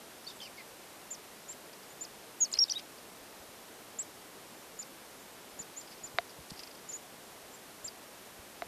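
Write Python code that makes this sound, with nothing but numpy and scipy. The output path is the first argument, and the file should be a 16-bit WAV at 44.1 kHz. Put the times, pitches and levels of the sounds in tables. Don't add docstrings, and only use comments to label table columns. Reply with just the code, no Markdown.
import sys
import numpy as np
from scipy import signal
from scipy.fft import rfft, irfft, next_fast_len
from scipy.io import wavfile
from scipy.ndimage import uniform_filter1d

SR = 44100
rng = np.random.default_rng(int(sys.argv[2]) if len(sys.argv) > 2 else 0)


def volts(x):
    e = np.asarray(x, float) / 20
    return 10 ** e


def output_pcm(signal):
    pcm = np.clip(np.atleast_2d(signal).T, -1, 1) * 32767
    wavfile.write(sys.argv[1], SR, np.round(pcm).astype(np.int16))


N = 382347


def rms_one(x):
    return x / np.sqrt(np.mean(x ** 2) + 1e-20)


def resonance(x, hz, width_hz):
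    r = np.exp(-np.pi * width_hz / SR)
    zeros = [(1 - r * r) / 2, 0, (r * r - 1) / 2]
    poles = [1, -2 * r * np.cos(2 * np.pi * hz / SR), r * r]
    return signal.lfilter(zeros, poles, x)


def ring(hz, t60, seconds):
    t = np.arange(int(seconds * SR)) / SR
    return np.sin(2 * np.pi * hz * t) * volts(-60 * t / t60)


def add(out, s, piece):
    i = round(s * SR)
    out[i:i + len(piece)] += piece[:N - i]


NOTE_LEAD_S = .002


def whistle(note, overtone_db, wobble, flutter_db):
    s, hz, db = np.transpose(note)
    t = np.arange(s[0] - NOTE_LEAD_S, s[-1] + NOTE_LEAD_S, 1 / SR)
    tremor = uniform_filter1d(rng.standard_normal((2, 4000)), size=40, axis=1)[:, :len(t)] * np.sqrt(40)
    pitch = uniform_filter1d(np.interp(t, s, hz), size=27) * (1 + wobble * tremor[0])
    level = uniform_filter1d(np.interp(t, s, volts(db)), size=27) * volts(flutter_db * tremor[1])
    edges = np.clip(np.minimum(t - t[0], t[-1] - t) / 0.0024, 0, 1) ** 2
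    phase = 2 * np.pi * np.cumsum(pitch) / SR
    return np.sqrt(2) * level * edges * (np.sin(phase) + volts(overtone_db) * np.sin(2 * phase))


CLIMB_BEND, HOLD_S = 2.63, 0.0042
TAIL_HZ, END_HZ, SETTLE_S, SETTLE_DB = 4980, 4570, 0.0037, -6.5
LINGER_DB, LINGER_S = -43, .0015


def seet(row, habit):
    s, climb_s, top_hz, db, tail_db = row
    climb_hz, onset_db, attack_s, fade, fall_s, bend, dip_db, _ = habit
    dived = climb_s + fall_s
    t = np.arange(0, dived, .001)
    climb = climb_hz * np.maximum(1 - t / climb_s, 0) ** CLIMB_BEND
    fall = (top_hz - TAIL_HZ) * np.maximum((t - climb_s) / fall_s, 0) ** bend
    hz = top_hz - climb - fall
    top_db = db - fade * (climb_s - attack_s - HOLD_S)
    level = np.interp(t, [0, attack_s, attack_s + HOLD_S, climb_s, climb_s + 0.81 * fall_s, dived],
                      [db + onset_db, db, db, top_db, (top_db + tail_db) / 2 + dip_db, tail_db])
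    settled = dived + SETTLE_S + LINGER_S * max(tail_db - LINGER_DB, 0)
    end = [(dived, TAIL_HZ, tail_db), (settled, END_HZ, tail_db + SETTLE_DB)]
    return np.vstack([np.transpose([t, hz, level])[:-1], end]) + [s, 0, 0]


# t/s, climb/s, top f/Hz, peak level/dB, tail level/dB
SHORT_SEETS = [(2.01, .027, 7220, -38, -43.5), (4.79, .025, 7150, -38.5, -45),
               (5.591, .022, 7180, -39, -51), (6.036, .025, 7170, -40.5, -51),
               (6.889, .025, 7220, -40.2, -49), (7.8445, .0225, 7440, -38, -39.5)]
# t/s, climb/s, top f/Hz, peak level/dB, tail level/dB
LONG_SEETS = [(1.483, 0.04, 7460, -42, -53), (1.893, .033, 7150, -58, -75), (5.197, .034, 7370, -61, -75),
              (6.925, 0.042, 7000, -39, -80), (7.528, .03, 7460, -54, -75)]
# t/s, climb/s, top f/Hz, peak level/dB, tail level/dB
SINGLE_SEETS = [
    (1.106, 0.014, 7280, -38, -49.5),
    (3.9875, 0.031, 7760, -33, -60),
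    (5.762, .046, 7360, -40.5, -49),
]
# climb f/Hz, onset level/dB, attack/s, fade/(dB per s), fall/s, bend of the fall,
# dip level/dB in the fall, echo level/dB
HABITS = [
    (430, -4.5, .008, 560, .0145, 1.4, -5.5, -24),
    (720, -11, .013, 220, .007, 1.3, -4, -17),
    (600, -10, .007, 300, .033, 2.4, -4, -25),
    (1000, -7, .007, 420, .015, 1.7, -1, -26),
    (980, -14, .015, 700, .007, 1.1, 3, -8),
]


def contact_notes():
    groups = [SHORT_SEETS, LONG_SEETS] + [[row] for row in SINGLE_SEETS]
    calls = [(seet(row, habit), habit[-1]) for rows, habit in zip(groups, HABITS) for row in rows]
    return [(note, whistle(note, -36, 0.0038, 0.73), echo_db) for note, echo_db in calls]


SLUR_PEAK_AT, SLUR_START_DB, SLUR_END_DB = .52, -13, -15


def slur(s, length_s, from_hz, to_hz, db):
    peak_hz = from_hz + SLUR_PEAK_AT * (to_hz - from_hz)
    return [(s, from_hz, db + SLUR_START_DB), (s + SLUR_PEAK_AT * length_s, peak_hz, db),
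            (s + length_s, to_hz, db + SLUR_END_DB)]


def overtone(note, db):
    mean_khz = np.mean(note, axis=0)[1] / 1000
    return db - 20 * max(mean_khz - 3.5, 0)


# t/s, f/Hz, level/dB
GARGLE = [
    [(2.403, 7380, -64.4), (2.408, 6870, -30.9), (2.421, 6690, -23.5), (2.435, 6660, -23),
     (2.445, 6300, -36.5), (2.449, 5470, -35), (2.456, 4480, -42), (2.472, 4350, -64.4)],
    [(2.517, 8200, -50.9), (2.522, 8700, -55.1), (2.527, 7300, -39), (2.531, 6830, -30.7),
     (2.534, 7260, -64.4)],
    [(2.586, 5800, -62.1), (2.589, 5810, -23), (2.591, 4900, -18.9), (2.598, 5590, -28.9),
     (2.612, 5560, -24.5), (2.626, 5570, -21.5), (2.634, 5620, -25), (2.6396, 5300, -22.5),
     (2.642, 3800, -39)],
    [(2.6985, 4460, -41.1), (2.7005, 4880, -27.5), (2.703, 5080, -39), (2.711, 5950, -34),
     (2.716, 5800, -31), (2.72, 5980, -30.2), (2.7225, 5120, -26), (2.724, 3760, -64.4)],
    [(2.747, 3240, -49.5), (2.755, 3700, -49.0), (2.76, 3710, -37.4), (2.772, 3845, -35.4),
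     (2.781, 3840, -39.2), (2.784, 3700, -57.3)],
]
# t/s, length/s, from f/Hz, to f/Hz, peak level/dB
SLURS = [(2.5368, .0018, 3700, 5000, -28), (2.5386, .002, 7160, 5000, -29),
         (2.539, 0.0036, 5100, 4900, -25), (2.55, 0.014, 4150, 4300, -38),
         (2.6825, 0.0081, 3750, 3650, -43), (2.695, .004, 2590, 4300, -37.5),
         (2.707, 0.0075, 4730, 4200, -40), (2.735, 0.0091, 3250, 2900, -44.5),
         (2.788, .015, 5500, 2400, -50)]


def close_gargle():
    slurs = [slur(*row) for row in SLURS]
    voiced = [(note, -39) for note in GARGLE] + [(note, overtone(note, -3)) for note in slurs]
    return [(note, whistle(note, overtone_db, .002, 0.34), -29) for note, overtone_db in voiced]


# t/s, f/Hz, level/dB
FAR_GARGLE = [
    [(0.262, 4180, -64.4), (0.272, 4460, -45), (0.277, 4610, -39.5), (0.284, 4550, -64.4)],
    [(0.276, 3580, -54), (0.29, 3700, -51), (0.303, 3680, -51.8), (0.316, 3250, -58.1)],
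    [(0.413, 3120, -53.6), (0.422, 3140, -46), (0.435, 3070, -57), (0.447, 3130, -58.0), (0.457, 2900, -51),
     (0.468, 2720, -53), (0.481, 2250, -54)],
]
# t/s, length/s, from f/Hz, to f/Hz, peak level/dB
FAR_SLURS = [(0.243, .015, 5020, 5850, -53), (.349, .036, 7500, 7950, -60), (.401, .008, 3050, 3650, -45),
             (.577, 0.017, 2240, 2160, -47.5), (0.587, 0.04, 2135, 1970, -53.5),
             (0.591, .032, 2460, 2320, -56)]


def far_gargle():
    notes = FAR_GARGLE + [slur(*row) for row in FAR_SLURS]
    return [(note, whistle(note, overtone(note, -12), .015, 2.5), -12) for note in notes]


BOUGH_T60_S, TRUNK_T60_S, FAR_TRUNK_DB = 0.077, 0.33, -14


def trunks():
    t = np.arange(int(.3 * SR)) / SR
    decay = volts(-60 * t / BOUGH_T60_S) + volts(FAR_TRUNK_DB - 60 * t / TRUNK_T60_S)
    echoes = rng.standard_normal(len(t)) * (rng.random(len(t)) < .08) * decay
    echoes = echoes * np.clip(t / 0.01, 0, 1)
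    return echoes / np.sqrt(np.sum(echoes ** 2))


def voices():
    straight, scattered = np.zeros(N), np.zeros(N)
    for note, tone, echo_db in contact_notes() + close_gargle() + far_gargle():
        start = note[0][0] - NOTE_LEAD_S
        add(straight, start, tone)
        add(scattered, start, volts(echo_db) * tone)
    return straight + signal.fftconvolve(scattered, trunks())[:N]


# t/s, rub level/dB, length/ms
RASP = [(.28, -50, 22), (.298, -50, 10), (.304, -55, 26), (.408, -51, 20), (.419, -48, 12), (.429, -46, 17),
        (.442, -51.5, 40), (.566, -59, 30), (.588, -58, 22)]
# t/s, rub level/dB, length/ms, low rustle level/dB
RUFFLE = [(2.526, -51, 12, -10), (2.538, -45.5, 18, -4), (2.553, -46, 5, -7), (2.569, -44, 13, -6),
          (2.5745, -49, 7.1, -1), (2.644, -44.5, 15, -22), (2.661, -49, 8, -13), (2.681, -53, 5, -12),
          (2.725, -47, 22, -14), (2.748, -50, 12, -12), (2.779, -48, 16, -3), (2.791, -51, 16, -1)]
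# t/s, rub level/dB, length/ms
STROKES = [(1.73, -50.5, 12), (1.829, -57, 16), (2.98, -56, 12), (5.868, -56, 22), (5.905, -55, 44),
           (5.979, -55, 10), (6.29, -52.5, 26), (6.522, -61, 16), (6.535, -55, 7.3), (6.559, -52, 8),
           (6.567, -53, 30), (6.631, -49, 14)]
# t/s, rub level/dB, length/ms
SCUFFS = [(2.0375, -49, 4), (2.5163, -48, 5), (6.5003, -54, 4.4), (6.505, -42.5, 6.3), (6.5067, -56, 4)]
FLIGHT_S, BEAT_S, BEAT_DB, BEAT_LOSS_DB, BEAT_MS, BEAT_SHRINK = 6.59, .0398, -45, 2.4, 22, 0.84
# low, high, snap level/dB
RASP_SHARE, STROKE_SHARE, SCUFF_SHARE = (-17, -21, -17), (-11, -18, -5), (-15, -9, -10)


def feather_events():
    beats = [(FLIGHT_S + k * BEAT_S, BEAT_DB - k * BEAT_LOSS_DB, BEAT_MS * BEAT_SHRINK ** k) for k in range(6)]
    rows = [(*row, *RASP_SHARE) for row in RASP]
    rows += [(*row, *STROKE_SHARE[1:]) for row in RUFFLE]
    rows += [(*row, *STROKE_SHARE) for row in STROKES + beats]
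    return rows + [(*row, *SCUFF_SHARE) for row in SCUFFS]


# f/Hz, width/Hz
FEATHER = [
    (4780, 1050),
    (2600, 3000),
    (7600, 5500),
]
# t/s, snap level/dB
SNAPS = [(2.0388, -45), (2.5163, -40), (2.538, -45), (2.5745, -44), (2.681, -48), (6.5003, -41),
         (6.505, -37), (6.5067, -36), (6.5934, -34), (6.6352, -39)]
SNAP_SHAPE = 4300, 3000


def wings():
    bands, clicks = np.zeros((3, N)), np.zeros(N)
    t, rows = np.arange(2600) / SR, feather_events()
    size = (len(rows), len(t))
    grains = rng.standard_normal(size) * volts(5.0 * rng.standard_normal(size))
    snaps = list(SNAPS)
    for (s, rub_db, length_ms, low_db, high_db, snap_db), grain in zip(rows, grains):
        swell = np.sin(np.pi * np.clip(t / (length_ms / 1000), 0, 1) ** 0.61)
        stroke = volts(rub_db + 13.5) * swell * rms_one(grain)
        snaps.append((s, rub_db + snap_db))
        for band, share_db in zip(bands, (0, low_db, high_db)):
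            add(band, s, volts(share_db) * stroke)
    for s, snap_db in snaps:
        add(clicks, s, volts(snap_db + 21) * np.ones(1))
    out = np.zeros(N)
    for source, shape in zip([*bands, clicks], [*FEATHER, SNAP_SHAPE]):
        out += resonance(resonance(source + 1e-18, *shape), *shape)
    return out


# t/s, peak level/dB, hardness/(dB per octave), push or pull
TAPS = [
    (6.186, -8.5, -0.4, 0.69),
    (8.621, -13.5, -6.5, -0.74),
]
# f/Hz, level/dB, t60/s, delay/ms
BODY = [(423, -22, 0.02, 1.78), (695, -12.5, 0.04, 1.225), (870, -14, 0.012, 1.42), (1610, 1, 0.003, .01),
        (2076, -4, 0.0066, .01), (2900, -11, 0.0033, .01), (3750, -7.5, 0.0082, .01),
        (4440, -25, 0.026, .01), (5360, -37, .006, 0.18)]


def taps():
    out = np.zeros(N)
    for s, peak_db, hard_db, sign in TAPS:
        for hz, db, t60, delay_ms in BODY:
            mode_db = peak_db + db + hard_db * np.log2(hz / 690)
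            add(out, s + delay_ms / 1000, sign * volts(mode_db) * ring(hz, t60, .08))
    return signal.sosfilt(signal.butter(4, [320, 5000], "band", fs=SR, output="sos"), out)


# t/s, peak level/dB, ring f/Hz
BUMPS = [(2.565, -54, 60), (3.205, -54, 49.7), (3.399, -50, 70.5), (5.602, -38.5, 188), (5.6, -56, 60),
         (6.144, -40, 112), (6.19, -55, 59), (6.388, -39.5, 150), (6.398, -46, 70), (6.517, -31.5, 188),
         (6.518, -44, 70), (7.84, -47, 105), (8.321, -52, 129), (8.39, -44, 75), (8.62, -55, 45),
         (8.661, -48, 110), (6.036, -48, 110), (6.6, -58, 70), (6.67, -56, 80), (5.53, -55, 70)]


def bumps():
    out = np.zeros(N)
    for s, peak_db, hz in BUMPS:
        thud = ring(hz, 3.37 / hz, .15)
        swell = np.clip(np.arange(len(thud)) * hz / SR / 0.91, 0, 1)
        add(out, s, volts(peak_db + 8) * thud * swell)
    return out


# f/Hz, level/(dB per Hz)
HISS = [(12, -43), (20, -16), (85, -10.5), (206, -2.5), (443, 0), (481, -1), (615, -1.5), (954, -4),
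        (1400, -7), (2560, -10), (6500, -13.5), (8550, -14), (14000, -15.5)]
HISS_DB, CUTOFF_HZ = -51.5, 14300


def hiss():
    size = next_fast_len(N)
    hz = np.maximum(np.fft.rfftfreq(size, 1 / SR), 1)
    points_hz, points_db = np.transpose(HISS)
    shape = volts(np.interp(np.log(hz), np.log(points_hz), points_db))
    noise = irfft(rfft(rng.standard_normal(size)) * shape * (hz < CUTOFF_HZ), size)
    return volts(HISS_DB) * rms_one(noise[:N])


# t/s, low f/Hz, high f/Hz, level/dB
UNLIKE_NOTES = [
    (2.634, 4300, 7140, -61),
    (5.8, 6260, 8150, -53),
]
UNLIKE_PER_S, UNLIKE_DB, UNLIKE_LOW_HZ, UNLIKE_HIGH_HZ, UNLIKE_WIDTH_HZ = 4.6, -69.5, 4150, 12900, 1450


def unlike_patches():
    out, hz = np.zeros(N), np.fft.rfftfreq(2048, 1 / SR)
    patches = list(UNLIKE_NOTES)
    for s in np.arange(418 + 1024, N - 1024, 1024) / SR:
        draw, place, wide = rng.random(3)
        if draw < UNLIKE_PER_S * 1024 / SR:
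            low_hz = UNLIKE_LOW_HZ + (UNLIKE_HIGH_HZ - UNLIKE_LOW_HZ) * place
            high_hz = low_hz + UNLIKE_WIDTH_HZ * (.7 + .7 * wide)
            patches.append((s, low_hz, high_hz, UNLIKE_DB + 3 * (wide - .5)))
    swell = np.sin(np.pi * np.arange(2048) / 2048)
    for s, low_hz, high_hz, db in patches:
        band = irfft(rfft(rng.standard_normal(2048)) * (hz > low_hz) * (hz < high_hz))
        add(out, s - 1024 / SR, volts(db) * rms_one(band) * swell)
    return out * [[1], [-1]]


def scene():
    mono = voices() + wings() + taps() + bumps() + hiss()
    return np.array([mono, mono])


def band_limit(x):
    return signal.sosfilt(signal.butter(12, 15440, fs=SR, output="sos"), x)


def record(dry):
    top_cut = signal.ellip(12, .3, 95, CUTOFF_HZ - 120, fs=SR, output="sos")
    mix = signal.sosfilt(top_cut, dry) + unlike_patches()
    return band_limit(mix)


dry = scene()
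out = record(dry)
output_pcm(out)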